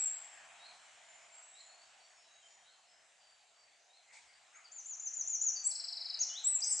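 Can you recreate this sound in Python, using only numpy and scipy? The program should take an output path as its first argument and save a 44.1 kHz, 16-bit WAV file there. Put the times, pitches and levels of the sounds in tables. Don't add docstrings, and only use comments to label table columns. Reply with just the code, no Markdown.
import sys
import numpy as np
from scipy import signal
from scipy.fft import rfft, irfft, next_fast_len
from scipy.io import wavfile
from scipy.ndimage import uniform_filter1d, map_coordinates

SR = 44100
rng = np.random.default_rng(int(sys.argv[2]) if len(sys.argv) > 2 else 0)


def generate_wav(signal):
    frames = np.transpose(np.atleast_2d(signal))
    scaled = np.clip(frames, -1, 1) * 32767
    pcm = np.round(scaled).astype(np.int16)
    wavfile.write(sys.argv[1], SR, pcm)


N = 299880


def amp(db):
    return 10 ** (np.asarray(db) / 20)

def unit_rms(x):
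    return x / np.sqrt(np.mean(x ** 2) + 1e-20)

def log_interp(points, hz):
    f, value = np.transpose(points)
    return np.interp(np.log(hz + 1), np.log(f + 1), value)

def filtered(x, response):
    size = next_fast_len(N + SR // 2)
    return irfft(rfft(x, size) * response(np.fft.rfftfreq(size, 1 / SR)), size)[..., :N]

# f/Hz, correlation
COHERENCE = [(60, 1), (120, 0.47), (250, 0.49), (500, 0.86), (1020, 0.73), (2080, 0.7), (4230, 0.76),
             (8600, 0.76)]

def diffuse_noise(spectrum, patchy_db):
    def mid_side_response(hz):
        angle = np.arccos(np.clip(log_interp(COHERENCE, hz), -1, 1)) / 2
        return amp(log_interp(spectrum, hz)) * [np.cos(angle), np.sin(angle)]
    cells = signal.stft(rng.standard_normal((2, N)), nperseg=512)[2]
    patches = uniform_filter1d(rng.standard_normal(cells.shape[1:]), size=5, axis=0)
    patches = unit_rms(uniform_filter1d(patches, size=16, axis=1))
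    pair = signal.istft(cells * amp(patchy_db * patches), nperseg=512)[1][:, :N]
    mid, side = filtered(pair, mid_side_response)
    return unit_rms(np.array([mid + side, mid - side]))

# t/s, level/dB
BREEZE_CONTOUR = [(0.0, -61), (0.32, -60.5), (2.42, -68.5), (3.73, -72.5), (4.11, -71), (4.3, -69),
                  (4.98, -68.5), (6.02, -64.5), (6.23, -63), (6.8, -63.5)]
# f/Hz, relative level/dB
AIR_SPECTRUM = [(53, -53.5), (90, -20.5), (129, -24.5), (188, -21), (349, -23.5), (525, -16.5), (678, 2),
                (931, -4), (1030, -4.5), (1150, -6), (1380, -4), (2160, -2.5), (2970, -6), (3300, -12),
                (4290, -29.5), (7260, -120)]

def breeze(swing=1.144, leaves_db=-4):
    times, level = np.transpose(BREEZE_CONTOUR)
    swell_db = swing * (np.interp(np.arange(N) / SR, times, level) - level.mean())
    leaf_spectrum = [(1500, -27), (3300, -3), (5500, -7), (7600, -0.5), (8800, -10), (11000, -25)]
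    leaves = diffuse_noise(leaf_spectrum, patchy_db=2.5)
    air = diffuse_noise(AIR_SPECTRUM, patchy_db=1.97)
    return amp(level.mean() + swell_db) * (air + amp(leaves_db) * leaves)

# f/Hz, relative level/dB
WATER_SPECTRUM = [(25, -39.5), (65, -19), (110, -24.5), (320, -23), (540, -11), (690, -4.5), (1050, -21.5),
                  (2400, -14.5), (3500, -10.5), (5800, -12), (7500, -7.5), (8800, -19.5), (11000, -29)]

def stream(level_db=-71):
    return amp(level_db) * diffuse_noise(WATER_SPECTRUM, patchy_db=3.0)

def burst(start_s, attack_s, hold_s, t60):
    t = np.arange(N) / SR - start_s
    return np.clip(t / attack_s, 0, 1) * amp(-60 * np.maximum(t - attack_s - hold_s, 0) / t60)

# t/s, level/dB
RUSTLE_EVENTS = [(-.02, -56.5), (4.12, -60)]
# f/Hz, relative level/dB
BRUSH_SPECTRUM = [(240, -58), (400, -28.5), (831, -1), (1110, -8), (1200, -15), (2180, -4.5), (2980, -11.5),
                  (3980, -5.5), (8150, -5.5), (9050, -18), (11800, -43.5), (19900, -120)]
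SETTLE_SPECTRUM = [(700, -19.5), (1500, -7.5), (2150, 3.5), (3000, -10), (5000, -12), (9000, -32)]

def rustles(lead_s=0.068, settle_db=-9):
    brush = stir = 0
    for s, db in RUSTLE_EVENTS:
        brush += amp(db) * burst(s, attack_s=0.015, hold_s=0.031, t60=0.54)
        stir += amp(db + settle_db) * burst(s - lead_s, attack_s=0.061, hold_s=0.23, t60=0.9)
    bright = brush * diffuse_noise(BRUSH_SPECTRUM, patchy_db=1.5)
    dull = stir * diffuse_noise(SETTLE_SPECTRUM, patchy_db=5.0)
    return bright + dull

def wobble(rate_hz, size):
    knots = rng.standard_normal(int(size * rate_hz / SR) + 4)
    return map_coordinates(knots, [np.arange(size) * rate_hz / SR])

SYRINX_GESTURES = { "arch": [(0, .76, -20.5), (.07, .94, 1), (.14, 1.012, 2), (.26, 1.008, -5),
                   (.46, .985, 0), (.68, .94, 1.5), (.88, .85, 5), (1, 0.794, -5.5)],
                   "sweep": [(0, 1.092, -13.5), (.25, 1.07, 0.5), (.42, .96, -1), (.68, 0.83, -4),
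                   (1, 0.8, -13.5)], "hook": [(0, 1.04, -17), (.15, .96, -9), (.38, .958, -3), (.54, 1, 3),
                   (.74, 1.03, -1), (1, 1.06, -11)], "whistle": [(0, .98, -28), (.07, .92, -8),
                   (.22, .98, -1), (.48, 1.009, -5), (.7, .99, -7.5), (.9, .94, -2), (1, .895, -6.5)],
                   "peak": [(0, .94, -12), (.22, .975, -6.5), (.52, 1.018, -13), (.68, .98, -5.5),
                   (.82, .935, -1.5), (1, 0.862, -8)], "chip": [(0, .87, -3), (.18, .99, -11.5),
                   (.38, 1.008, 0), (.55, .97, 0.5), (.72, .875, -1), (1, .78, -6.5)],
                   "rise": [(0, .96, -6.5), (.3, .99, -0.5), (.6, 1.09, -0.5), (1, 1.306, 1.5)],
                   "flick": [(0, 1.1, -11.5), (.6, 0.93, 0), (1, 1.3, -10)], "slur": [(0, .94, -10),
                   (.3, .955, -4), (.8, 1.05, 0), (1, 1.08, -6)], "upslur": [(0, .8, -15), (.15, .76, -11),
                   (.45, .81, -8), (.78, 1, 2.5), (1, 1.11, -1)], "droop": [(0, 1.03, -1.5),
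                   (.3, 1.003, -1), (.75, .995, -0.5), (1, .962, -11)], "pipe": [(0, 1.025, -9),
                   (.25, 1.002, -1), (.75, .998, -2.5), (1, 0.97, -13.5)], "fall": [(0, 1.07, -7),
                   (.4, 1.01, -0.5), (1, .93, -6)], "lift": [(0, .955, -9), (.35, .985, 0), (1, 1.01, -3)],
                   }

def syrinx(length, hz, gesture, waver, waver_hz=250, shimmer_db=1.22, shimmer_hz=110, edge_s=0.00097):
    t = np.arange(int(length * SR)) / SR
    fraction, ratio, level = np.transpose(SYRINX_GESTURES[gesture])
    glide = uniform_filter1d(np.interp(t / length, fraction, ratio), size=len(t) // 10, mode="nearest")
    pitch = hz * glide * (1 + waver * wobble(waver_hz, len(t)))
    envelope = amp(np.interp(t / length, fraction, level) + shimmer_db * wobble(shimmer_hz, len(t)))
    gate = np.sin(np.pi / 2 * np.clip(np.minimum(t, length - t) / edge_s, 0, 1)) ** 2
    return np.sqrt(2) * gate * envelope * np.sin(2 * np.pi * np.cumsum(pitch) / SR)

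# f/Hz, T60/s
WOOD_T60 = [(3000, 0.65), (5000, 0.65), (8000, 0.62)]

def scatter(early_db=3, early_s=0.0028, side_db=-16):
    hz, t, cells = signal.stft(rng.standard_normal((2, int(SR * 0.7))), SR, nperseg=256)
    decay = amp(-60 * t / log_interp(WOOD_T60, hz)[:, None] + early_db * np.exp(-t / early_s))
    mid, side = signal.istft(cells * decay, SR, nperseg=256)[1]
    return np.array([mid + amp(side_db) * side, mid - amp(side_db) * side]) / np.linalg.norm(mid)

def add(track, s, sound):
    start = round(s * SR)
    part = sound[:, max(-start, 0):max(N - start, 0)]
    track[:, max(start, 0):][:, :part.shape[1]] += part

def sing_in_wood(notes, direct_db, ground_db, wood_db, left_db, wood_left_db, waver, ground_s=0.0023):
    track = np.zeros((2, N))
    wood_gain = amp(wood_db + np.array([[wood_left_db], [-wood_left_db]]) / 2)
    pan = amp(np.array([left_db, -left_db]) / 2)
    trunks = scatter()
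    for s, length, hz, db, gesture in notes:
        leaves = scatter()
        paths = wood_gain * (trunks + leaves) / np.sqrt(2)
        paths[:, 0] += amp(direct_db) * pan
        paths[:, round(ground_s * SR)] += amp(ground_db) * pan
        tone = amp(db) * syrinx(length, hz, gesture, waver)
        add(track, s, signal.fftconvolve(tone[None], paths, axes=1))
    return track

def note_run(gesture, count, start_s, period_s, length_s, hz, step_hz, db, step_db):
    return [(start_s + k * period_s, length_s, hz + k * step_hz, db + k * step_db, gesture)
            for k in range(count)]

# t/s, duration/s, f/Hz, level/dB, gesture
NEAR_NOTES = [ (-.01, 0.089, 7594, -32, "droop"), (4.543, 0.036, 6680, -57, "slur"),
              (4.644, 0.032, 4630, -58, "fall"), (5.556, 0.041, 4590, -42, "pipe"),
              (5.640, 0.048, 7720, -32, "hook"), (6.191, 0.049, 6680, -31.5, "chip"),
              (6.292, .106, 3793, -46, "upslur"), (6.436, .13, 7960, -29.5, "whistle"),
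              (6.660, 0.075, 8134, -28, "peak"), ]
# t/s, f/Hz, level/dB
RISING_NOTES = [(6.619, 4970, -33.5), (6.792, 5130, -32)]

def near_bird(flick_lead_s=0.016, flick_s=0.007, flick_hz=5980, flick_db=-3.5, rise_s=0.029):
    arches = note_run("arch", count=6, start_s=4.7135, period_s=0.1388, length_s=0.098,
                      hz=7168, step_hz=-31.5, db=-50.5, step_db=3)
    trill = note_run("sweep", count=11, start_s=5.7072, period_s=0.0432, length_s=0.0195,
                     hz=5113, step_hz=-32, db=-41, step_db=0.4457)
    notes = arches + trill + list(NEAR_NOTES)
    for s, hz, db in RISING_NOTES:
        notes.append((s - flick_lead_s, flick_s, flick_hz, db + flick_db, "flick"))
        notes.append((s, rise_s, hz, db, "rise"))
    return sing_in_wood(notes, direct_db=-1.3, ground_db=-13.5, wood_db=-1.75,
                        left_db=3.0, wood_left_db=2.0, waver=0.0038)

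# t/s, level/dB
FAR_SLURS = [(0.593, -58), (1.535, -61), (2.635, -66.5), (3.894, -66.5)]
# t/s, duration/s, f/Hz, level/dB, gesture
FAR_WHISTLES = [ (1.02, 0.21, 7150, -65, "pipe"), (1.31, 0.14, 7660, -58, "lift"),
                (1.47, 0.15, 7690, -63.5, "droop"), (1.58, 0.12, 7090, -62, "pipe"),
                (1.67, 0.068, 4360, -66.5, "lift"), (1.78, .06, 4596, -68, "lift"),
                (1.99, 0.091, 4540, -68.5, "pipe"), (2.23, 0.16, 3860, -72, "droop"),
                (2.42, 0.067, 3120, -68, "droop"), (2.44, 0.15, 6970, -68, "pipe"),
                (2.6, 0.13, 3130, -72, "droop"), (2.86, .13, 5150, -72.5, "pipe"),
                (3.2, 0.15, 4625, -70.5, "droop"), (3.55, 0.14, 4590, -71.5, "droop"),
                (4.28, 0.092, 4670, -72.5, "droop"), (6.285, .028, 3470, -58, "fall"), ]

def far_birds(slur_s=0.075, slur_hz=3990, twitter_s=0.097, twitter_db=-76):
    notes = [(s, slur_s, slur_hz, db, "slur") for s, db in FAR_SLURS] + list(FAR_WHISTLES)
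    for when, height in rng.random((12, 2)):
        s = np.interp(when, (0, 1), (1.95, 2.5))
        hz = np.interp(height, (0, 1), (4970, 7580))
        notes.append((s, twitter_s, hz, twitter_db, "lift"))
    return sing_in_wood(notes, direct_db=-3.5, ground_db=-19.5, wood_db=1,
                        left_db=2.0, wood_left_db=-0.8, waver=0.009)

# f/Hz, relative level/dB
RASP_SPECTRUM = [(700, -38), (1100, -14), (1280, -2), (1580, -8), (1800, -15), (2300, -8), (3300, -29),
                 (6000, -57)]

def rasp(level_db=-64):
    envelope = burst(start_s=4.52, attack_s=0.027, hold_s=0.05, t60=0.78)
    return amp(level_db) * envelope * diffuse_noise(RASP_SPECTRUM, patchy_db=3)

def scene():
    birds = near_bird() + far_birds()
    background = breeze() + stream() + rustles() + rasp()
    return birds + background * amp([[0.3], [-0.3]])

def record(dry, cutoff_hz=11000):
    return filtered(dry, lambda hz: hz < cutoff_hz)

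dry = scene()
out = record(dry)
generate_wav(out)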